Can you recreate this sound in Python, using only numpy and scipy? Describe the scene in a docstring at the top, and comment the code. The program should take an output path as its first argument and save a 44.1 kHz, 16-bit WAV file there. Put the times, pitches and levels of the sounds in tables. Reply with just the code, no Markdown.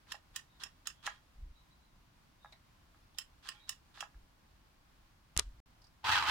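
"""Scrapes and sharp snaps come first: a finger pushes the sliding plate of an opened tiller drive on a workbench.
The plate rubs as filtered noise; snaps, ticks and knocks strike banks of resonances, among faint thin whistles.
Bumps and low thumps follow on the phone above, and the sound drops out for a moment.
Then the motor starts: a gliding tooth-mesh whine and rattle, speeding up and slowing.
A small room adds a short tail and one soft echo, over a quiet bed of murmur and hiss."""
import sys
import numpy as np
from scipy import signal
from scipy.fft import rfft, irfft, next_fast_len
from scipy.io import wavfile
from scipy.ndimage import uniform_filter1d

SR = 44100
rng = np.random.default_rng(int(sys.argv[2]) if len(sys.argv) > 2 else 0)


def pcm_store(signal):
    """Save signal as 16-bit PCM."""
    levels = np.round(np.clip(np.atleast_2d(signal), -1, 1) * 32767)
    wavfile.write(sys.argv[1], SR, levels.astype(np.int16).T)


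N = 277830
TIME = np.arange(N) / SR
HIT = TIME[:8192]  # time axis of one short sound


def amp(db):
    """Decibels to gain."""
    return 10 ** (np.asarray(db) / 20)


def unit(x):
    """Scale to rms 1."""
    return x / np.sqrt(np.mean(x ** 2))


def blow(x):
    """Scale a hit to the energy of 10 ms at rms 1."""
    energy = np.mean(np.sum(x ** 2, axis=-1))
    return x * np.sqrt(.01 * SR / energy)


def pan(db):
    """Left and right gains of constant power; db is left minus right."""
    return unit(amp([[db / 2], [-db / 2]]))


def add(out, s, x):
    """Mix a short sound in at time s."""
    i = int(s * SR)
    out[:, i:i + x.shape[-1]] += x[..., :N - i]


def colour(x, points):
    """Causal minimum-phase filter through (Hz, dB) points."""
    n = next_fast_len(x.shape[-1] + 2048, True)
    hz, db = np.transpose(points)
    bin_hz = np.arange(n // 2 + 1) * SR / n
    log_gain = np.log(amp(np.interp(np.log(bin_hz + 1), np.log(hz), db)))
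    # folding the cepstrum onto positive time makes the filter causal
    cepstrum = irfft(log_gain, n) * (1 + np.sign(n / 2 - np.arange(n)))
    cepstrum[0] /= 2
    response = np.exp(rfft(cepstrum))
    return irfft(rfft(x, n) * response, n)[..., :x.shape[-1]]


def ring(x, modes):
    """Sum of resonances (Hz, width Hz, dB) driven by x."""
    total = 0
    for hz, width_hz, db in modes:
        b, a = signal.iirpeak(min(hz, .45 * SR), hz / width_hz, SR)
        total = total + amp(db) * signal.lfilter(b, a, x + 1e-18)
    return total


def lowpass(x, hz, order=2):
    """Remove the treble above hz."""
    sos = signal.butter(order, min(hz, .45 * SR), fs=SR, output="sos")
    return signal.sosfilt(sos, x + 1e-18)


def noise(n, alike_hz):
    """White noise at two ports: alike well below alike_hz, unrelated well above."""
    mid, side = rfft(rng.standard_normal((2, n)))
    bin_hz = np.arange(n // 2 + 1) * SR / n
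    alike = 1 / (1 + (bin_hz / alike_hz) ** 2)
    opposite = np.array([[1], [-1]])
    return irfft(mid * np.sqrt(1 + alike) + side * np.sqrt(1 - alike) * opposite, n)


def room(x, wet_db, echo_db, t60_s, treble_t60_s=0.064, echo_s=.031, build_s=0.0034):
    """Bench and walls scatter the sound into a short tail; the ceiling returns one soft echo."""
    scatter = noise(2 * len(HIT), alike_hz=900)
    t = TIME[:scatter.shape[1]]
    low = lowpass(scatter, 2800, order=1)
    treble = scatter - low
    tail = low * amp(-60 * t / t60_s) + treble * amp(-60 * t / treble_t60_s)
    tail = tail * (1 - np.exp(-t / build_s))
    echo = low * np.exp(-((t - echo_s) / 0.0088) ** 2)
    response = (amp(wet_db) * unit(tail) + amp(echo_db) * unit(echo)) / np.sqrt(len(t))
    return x + signal.fftconvolve(x, response, axes=1)[:, :N]


# tone of the quiet air: frequency_hz, gain_db
AIR_COLOUR = [(12, -37), (20, -4.5), (49, -3), (101, -9), (149, -11), (226, -15.5), (307, -16), (417, -25),
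              (1080, -18.5), (1310, -22.5), (1420, -21.5), (1880, -25), (4710, -29), (8220, -37.5),
              (15600, -39.5)]
AIR_DB, HISS_DB = -65.5, -89.0


def background():
    """The quiet workshop: a low murmur of air that wavers slightly, and a thin steady hiss."""
    waver_db = .6 * np.interp(TIME, np.arange(64) / 10, rng.standard_normal(64))
    air = unit(colour(noise(N, alike_hz=256), AIR_COLOUR)) * amp(AIR_DB + waver_db)
    return air + amp(HISS_DB) * rng.standard_normal((2, N))


def swell(crest_s, db, rise_s, fall_s):
    """A rounded rise to a crest and a rounded fall."""
    t = TIME - crest_s
    return amp(db) * np.exp(-(t / np.where(t < 0, rise_s, fall_s)) ** 2)


# the phone rocks: start_s, level_db, pitch_hz, decay_s, right_port_lag_s
PHONE_THUMPS = [(5.3681, -28, 63, 0.012, 0.00069), (5.389, -38.5, 74, .016, .0018),
                (5.388, -38.5, 423, .008, 0.003)]
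# low swells of air and handling: crest_s, level_db, rise_s, fall_s
RUMBLE_SWELLS = [(1.44, -46, 0.06, 0.075), (4.15, -55.5, .025, 0.084), (5.42, -50, .012, 0.18)]


def handling():
    """The phone rocks on its mount in decaying sines; moving air and handling rumble as low noise."""
    out = np.zeros((2, N))
    for s, db, hz, decay_s, lag_s in PHONE_THUMPS:
        t = np.maximum(HIT - np.array([[0], [lag_s]]), 0)
        add(out, s, amp(db) * np.sin(2 * np.pi * hz * t) * np.exp(-t / decay_s))
    rumble_colour = [(20, -8), (45, -1), (58, -4), (75, -14.5), (130, -28), (400, -45.0), (2000, -87)]
    rumble = unit(colour(rng.standard_normal(N), rumble_colour))
    return out + rumble * sum(swell(*row) for row in RUMBLE_SWELLS)


# fingers bump the phone: start_s, level_db, decay_s, centre_hz, width_hz, left_minus_right_db
PHONE_BUMPS = [(5.3655, -40, 0.0024, 1200, 3000, 10), (5.3756, -27.5, 0.000093, 8500, 3500, -38),
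               (5.376, -41.5, 0.0014, 2200, 4000, 9), (5.3876, -48.5, .0012, 1000, 1510, 7.5),
               (5.3906, -39.5, 0.0028, 2970, 4990, 16), (5.3918, -34, 0.0061, 1290, 2500, 14),
               (5.3956, -26.5, 0.00018, 5530, 4470, -23)]
# resonances of the phone's case: centre_hz, width_hz, gain_db
PHONE_CASE_MODES = [(1230, 39, 4), (3400, 18, -4.5), (4020, 16, 0.5), (5290, 23, 3), (9900, 22, -13.5)]


def bumps(ring_db=-21, strike=6):
    """Fingers strike and scuff right at the microphone ports; the phone's case rings."""
    out = np.zeros((2, N))
    for s, db, decay_s, hz, width_hz, pan_db in PHONE_BUMPS:
        scuff = noise(len(HIT), alike_hz=500) * np.exp(-HIT / decay_s)
        force = strike * signal.unit_impulse(len(HIT)) + scuff
        click = blow(lowpass(ring(force, [(hz, width_hz, 0)]), 11500, order=4))
        case = blow(ring(force, PHONE_CASE_MODES))
        add(out, s, amp(db) * (pan(pan_db) * click + amp(ring_db) * case))
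    return out


# faint thin whistles, source unclear: start_s, end_s, level_db, top_pitch_hz
FAINT_WHISTLES = [(.47, .61, -75, 3780), (0.907, 1.067, -75, 3330), (1.528, 1.658, -74, 3900),
                  (1.691, 1.76, -76, 3970), (1.781, 1.917, -83, 4000), (2.391, 2.512, -70.5, 3770),
                  (3.511, 3.648, -71, 2360), (3.506, 3.638, -70, 3280), (3.587, 3.696, -66, 3850)]


def whistles(flutter_hz=90, pan_db=-3, arch=.035):
    """Thin fluttering tones whose pitch arches up a little as they swell."""
    out = np.zeros((2, N))
    for start, end, db, hz in FAINT_WHISTLES:
        arc = np.sin(np.pi * np.minimum(HIT / (end - start), 1))
        phase = 2 * np.pi * np.cumsum(hz * (1 + arch * (arc - 1))) / SR
        flutter = unit(lowpass(rng.standard_normal((2, len(HIT))), flutter_hz))
        add(out, start, amp(db) * pan(pan_db) * arc * unit(flutter * np.sin(phase)))
    return out


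# light metal ticks: start_s, level_db, ring_hz
METAL_TICKS = [(.070, -67, 1880), (2.523, -57.5, 3950), (2.526, -59, 2000), (3.145, -67, 3550),
               (5.818, -65.5, 4850), (5.842, -63, 4740), (5.868, -67.5, 5000)]


def ticks(contact_s=0.0078, width_hz=300, housing_db=-3, pan_db=-2):
    """Small metal parts touch and ring briefly; the housing answers."""
    out = np.zeros((2, N))
    for s, db, hz in METAL_TICKS:
        force = noise(len(HIT), alike_hz=1530) * np.exp(-HIT / contact_s)
        tick = ring(force, [(hz, width_hz, 0), (880, 100, housing_db)])
        add(out, s, amp(db) * pan(pan_db) * blow(tick))
    return out


# tone of the plate rubbing in its guide: frequency_hz, gain_db
SCRAPE_COLOUR = [(240, -40.5), (400, -16.5), (496, -23), (655, -26), (994, -6.5), (1490, -5.5), (1650, -2),
                 (2120, -13.5), (3470, -3.5), (4730, -10), (7870, -19.5), (16000, -37)]
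CATCH_DB = 3.5  # rms unevenness of the rub


def scrape(length_s, db, swell_db, pan_db=-4, grip_s=0.0042):
    """The plate rubs along its guide in tiny catches; db is the level halfway, swell_db the whole change."""
    along = HIT / length_s
    catches = amp(CATCH_DB * unit(lowpass(rng.standard_normal(len(HIT)), 450)))
    rub = unit(colour(catches * noise(len(HIT), alike_hz=1300), SCRAPE_COLOUR))
    pressure = amp(db + swell_db * (np.minimum(along, 1) - 0.5))
    grip = (1 - np.exp(-HIT / grip_s)) * (along < 1)
    return rub * pan(pan_db) * pressure * grip


# each push scrapes the plate, then snaps the switch (also played by switch, which trims snap_level_db):
# snap_s, snap_level_db, tilt_db_per_octave, left_minus_right_db, scrape_lead_s, scrape_level_db, scrape_swell_db
PUSHES = [(0.119, -32.5, -1.7, -4.5, 0.044, -57, 21), (0.3603, -29.5, 0.3, -7.0, .021, -58.5, 5.5),
          (0.635, -33, -2.5, -5, 0.039, -53, 0), (0.8708, -28.5, -0.5, -5.5, .017, -51.5, 7),
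          (1.064, -30, -4.5, -5.5, .04, -51.5, 20), (3.1847, -29, 0.6, -5, .017, -60, 14),
          (3.4876, -32, -2, -5, .062, -56, 9), (3.692, -28, 1.1, -7, .02, -57, 8),
          (4.0056, -31.5, -4, -8, 0.067, -58, 7)]
# the plate slides on after a push and comes to rest: start_s, length_s, scrape_level_db (ringing adds to it)
PLATE_SETTLES = [(1.08, .11, -64.5), (3.515, 0.13, -72.5)]
# what the sliding plate sings with, passed through twice: centre_hz, width_hz, gain_db (each per pass)
PLATE_RESONANCES = [(838, 63, 0.5), (1400, 30, -2), (1890, 63, -1.5), (2160, 20, -7), (2340, 25, -3),
                    (3260, 33, -1), (4540, 40, -10), (4670, 25, -7)]
OVERRUN_S = .007  # a scrape runs on just past the snap
SETTLE_FADE_DB, PLATE_RING_DB = -17, -2.5


def slides():
    """The plate scrapes up to every snap, mostly harder as the spring loads; twice it slides to rest, ringing."""
    out = np.zeros((2, N))
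    for s, *_, lead_s, db, swell_db in PUSHES:
        add(out, s - lead_s, scrape(lead_s + OVERRUN_S, db, swell_db))
    for s, length_s, db in PLATE_SETTLES:
        rub = scrape(length_s, db, SETTLE_FADE_DB)
        song = unit(ring(ring(rub, PLATE_RESONANCES), PLATE_RESONANCES))
        add(out, s, rub + amp(PLATE_RING_DB) * np.std(rub) * song)
    return out


# the plate knocks on the housing: start_s, level_db, softness_cutoff_hz
PLATE_KNOCKS = [(.144, -50.5, 790), (.661, -63, 800), (1.044, -61, 2000), (1.0758, -35, 2330),
                (2.447, -51.5, 1090), (2.459, -57, 1620), (2.946, -68.5, 1770), (3.457, -59, 3000),
                (3.976, -54.5, 2400), (4.027, -42, 1310), (4.145, -67.5, 1500)]
# resonances of the plastic housing: centre_hz, width_hz, gain_db
HOUSING_RESONANCES = [(532, 15, -5.5), (823, 19.6, 10.5), (1000, 91, 0), (1270, 160, 5.5), (1668, 51, 12.5),
                      (1920, 99, -2), (2550, 160, -35)]


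def knocks(contact_s=0.0013, grit_db=-14, clack_db=-8, edge_db=-21, pan_db=-3):
    """The plate meets its stop with a dry clack and rings the plastic housing; soft contacts are dull."""
    out = np.zeros((2, N))
    for s, db, soft_hz in PLATE_KNOCKS:
        grit = noise(len(HIT), alike_hz=980) * np.exp(-HIT / contact_s)
        impact = blow(signal.unit_impulse(len(HIT))) + amp(grit_db) * blow(grit)
        force = lowpass(impact, soft_hz, order=3)
        body = blow(colour(ring(force, HOUSING_RESONANCES), [(250, -45), (600, -5)]))
        clack = blow(colour(force, [(350, -21.5), (650, 8)]))
        edge = blow(ring(grit, [(4500, 4000, 0)]))
        knock = blow(body + amp(clack_db) * clack + amp(edge_db) * edge)
        add(out, s, amp(db) * pan(pan_db) * knock)
    return out


# switch and plate resonances: centre_hz (before the random shift), width_hz, gain_db
SWITCH_RESONANCES = [(1486, 206, -2.5), (1750, 140, -8), (2810, 150, -6), (3170, 190, -8), (5030, 160, 0.5),
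                     (5435, 240, 4), (7050, 370, -0.5), (7820, 170, -7), (9450, 280, 2),
                     (13200, 1200, -9.5)]
# tone of the dry crack: frequency_hz, gain_db
CRACK_COLOUR = [(240, -68), (400, -31.5), (1400, -13), (1820, 2.5), (2220, -17), (2800, 4), (4510, -7.5),
                (5430, -4.5), (6240, -11.5), (6740, -2.5), (9320, -9.5), (11400, -29), (16000, -30)]
SNAP_TRIM_DB = -7.5  # added to every snap level


def switch(chatter_s=0.0051, rise_s=0.0003, crack_db=0, buzz_db=-19, buzz_s=0.026, spread=0.039):
    """The spring snaps over, chatters and rings the plate; each snap's resonances shift slightly at random."""
    out = np.zeros((2, N))
    for s, db, tilt_db, pan_db, *_ in PUSHES:
        chatter = np.exp(-(HIT / chatter_s) ** 2)
        buzz = amp(buzz_db) * np.exp(-HIT / buzz_s)
        force = noise(len(HIT), alike_hz=1320) * (chatter + buzz) * (1 - np.exp(-HIT / rise_s))
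        modes = [(hz * (1 + spread * rng.standard_normal()), width_hz, gain_db)
                 for hz, width_hz, gain_db in SWITCH_RESONANCES]
        body = blow(colour(ring(force, modes), [(400, -10.5), (1100, 6)]))
        crack = blow(colour(force, CRACK_COLOUR))
        snap = body + amp(crack_db) * crack
        snap = colour(snap, [(1000, -2 * tilt_db), (16000, 2 * tilt_db)])  # four octaves of tilt
        add(out, s, amp(db + SNAP_TRIM_DB) * pan(pan_db) * blow(snap))
    return out


MOTOR_ON_S, MOTOR_ATTACK_S = 6.041, 0.0031  # the teeth engage
SLACK_S, SLACK_DB = .013, -19  # just before, the gears quietly take up their play
MOTOR_DB, MOTOR_REF_HZ, MOTOR_DB_PER_OCTAVE = -32, 1520, 6  # level at that meshing rate; faster is louder


def effort(mesh_hz):
    """The motor's strength: the play is taken up, the teeth engage, then the level follows the speed."""
    slack = amp(SLACK_DB) * np.clip((TIME - MOTOR_ON_S) / SLACK_S + 1, 0, 1)
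    engaged = np.clip((TIME - MOTOR_ON_S) / MOTOR_ATTACK_S, 0, 1)
    level_db = MOTOR_DB + MOTOR_DB_PER_OCTAVE * np.log2(mesh_hz / MOTOR_REF_HZ)
    return np.maximum(slack, engaged) * amp(level_db)


# speed of the gear train before jitter: time_s, tooth_mesh_hz
MESH_SPEED = [(6.04, 824.1), (6.084, 1411), (6.122, 1893), (6.15, 1804), (6.166, 1578), (6.218, 1168),
              (6.254, 1013), (6.288, 1674), (6.3, 1738)]
# tone of the gearbox rattle: frequency_hz, gain_db
RATTLE_COLOUR = [(24, -41), (40, -17), (96, -5), (151, -19), (372, -18.5), (467, -17), (646, -20),
                 (873, -4), (1240, -3), (2150, -8.5), (2570, -4), (3830, -8.5), (8990, -35.5), (14800, -39),
                 (16000, -44)]
# resonances of the gearbox: centre_hz, width_hz, gain_db
GEARBOX_RESONANCES = [(868, 30, -3.5), (994, 75, -2.5), (1110, 46, -1), (1240, 140, -1), (1550, 66, 5),
                      (1950, 120, -18), (2636, 66, 1), (3040, 63, 4), (3280, 53, 1), (3860, 130, 1),
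                      (4380, 180, -2)]
# stereo lean of the gears: frequency_hz, left_minus_right_db
GEAR_LEAN = [(60, -0.5), (1300, 0.5), (2400, -2), (4400, -5), (8100, -7.5), (15000, 5)]
GEAR_JITTER, GEAR_ROUGH_DB = .011, 2.8  # rms wobble of speed (fraction) and of tooth load
WHINE_DB, COAST_WHINE_DB = -6.5, 1.5  # whine over rattle; it stands out more while the gears slow down


def motor(second_db=-12, modes_db=-3, bright=0.85, uneven=0.12, teeth=14):
    """Gear teeth mesh with a gliding whine and rattle the gearbox; faster teeth strike brighter."""
    mesh_hz = np.interp(TIME, *np.transpose(MESH_SPEED))
    slowing = uniform_filter1d(1. * (np.gradient(mesh_hz) < 0), size=1024)
    whine_db = WHINE_DB + COAST_WHINE_DB * slowing
    wobble = unit(lowpass(rng.standard_normal(N), 138))
    phase = 2 * np.pi * np.cumsum(mesh_hz * (1 + GEAR_JITTER * wobble)) / SR
    # the load changes over a turn of the pinion and from tooth to tooth
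    turn = 1 + uneven * np.cos(phase / teeth)
    roughness = amp(GEAR_ROUGH_DB * unit(lowpass(rng.standard_normal(N), 305)))
    load = unit(turn * roughness)
    force = (1 + np.cos(phase)) * load * noise(N, alike_hz=1520)
    ringing = ring(force, GEARBOX_RESONANCES)
    ringing = unit(colour(ringing, [(450, -15.5), (850, 1.5), (5000, -5.5), (12000, -7.0)]))
    rattle = unit(unit(colour(force, RATTLE_COLOUR)) + amp(modes_db) * ringing)
    dull = lowpass(rattle, 1600, order=1)
    rattle = dull + (rattle - dull) * (mesh_hz / 1500) ** bright
    tones = np.sin(phase) + amp(second_db) * np.sin(2 * phase)
    whine = np.sqrt(2) * amp(whine_db) * load * tones
    gears = np.array([colour(x, [(hz, side * db / 2) for hz, db in GEAR_LEAN])
                      for x, side in zip(rattle + whine, (1, -1))])
    return gears * effort(mesh_hz)


def scene():
    """The drive in its room, with the phone's own noises close by."""
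    clicks = room(switch() + ticks() + slides() + whistles(), wet_db=-9, echo_db=-24.5, t60_s=0.16)
    housing = room(knocks(), wet_db=-12, echo_db=-41, t60_s=0.18)
    gears = room(motor(), wet_db=-8.0, echo_db=-37, t60_s=0.11)
    phone = room(bumps(), wet_db=-31.5, echo_db=-37.0, t60_s=0.37)
    return clicks + housing + gears + phone + handling() + background()


DROPOUT_START_S, DROPOUT_END_S = 5.602, 5.659
TOP_HZ = 16200


def record(dry):
    """The sound drops out briefly; the phone steeply cuts the treble above TOP_HZ."""
    live = (TIME < DROPOUT_START_S) | (TIME > DROPOUT_END_S)
    top_cut = signal.ellip(8, .2, 70, TOP_HZ, fs=SR, output="sos")
    return signal.sosfilt(top_cut, dry * live)


dry = scene()
out = record(dry)
pcm_store(out)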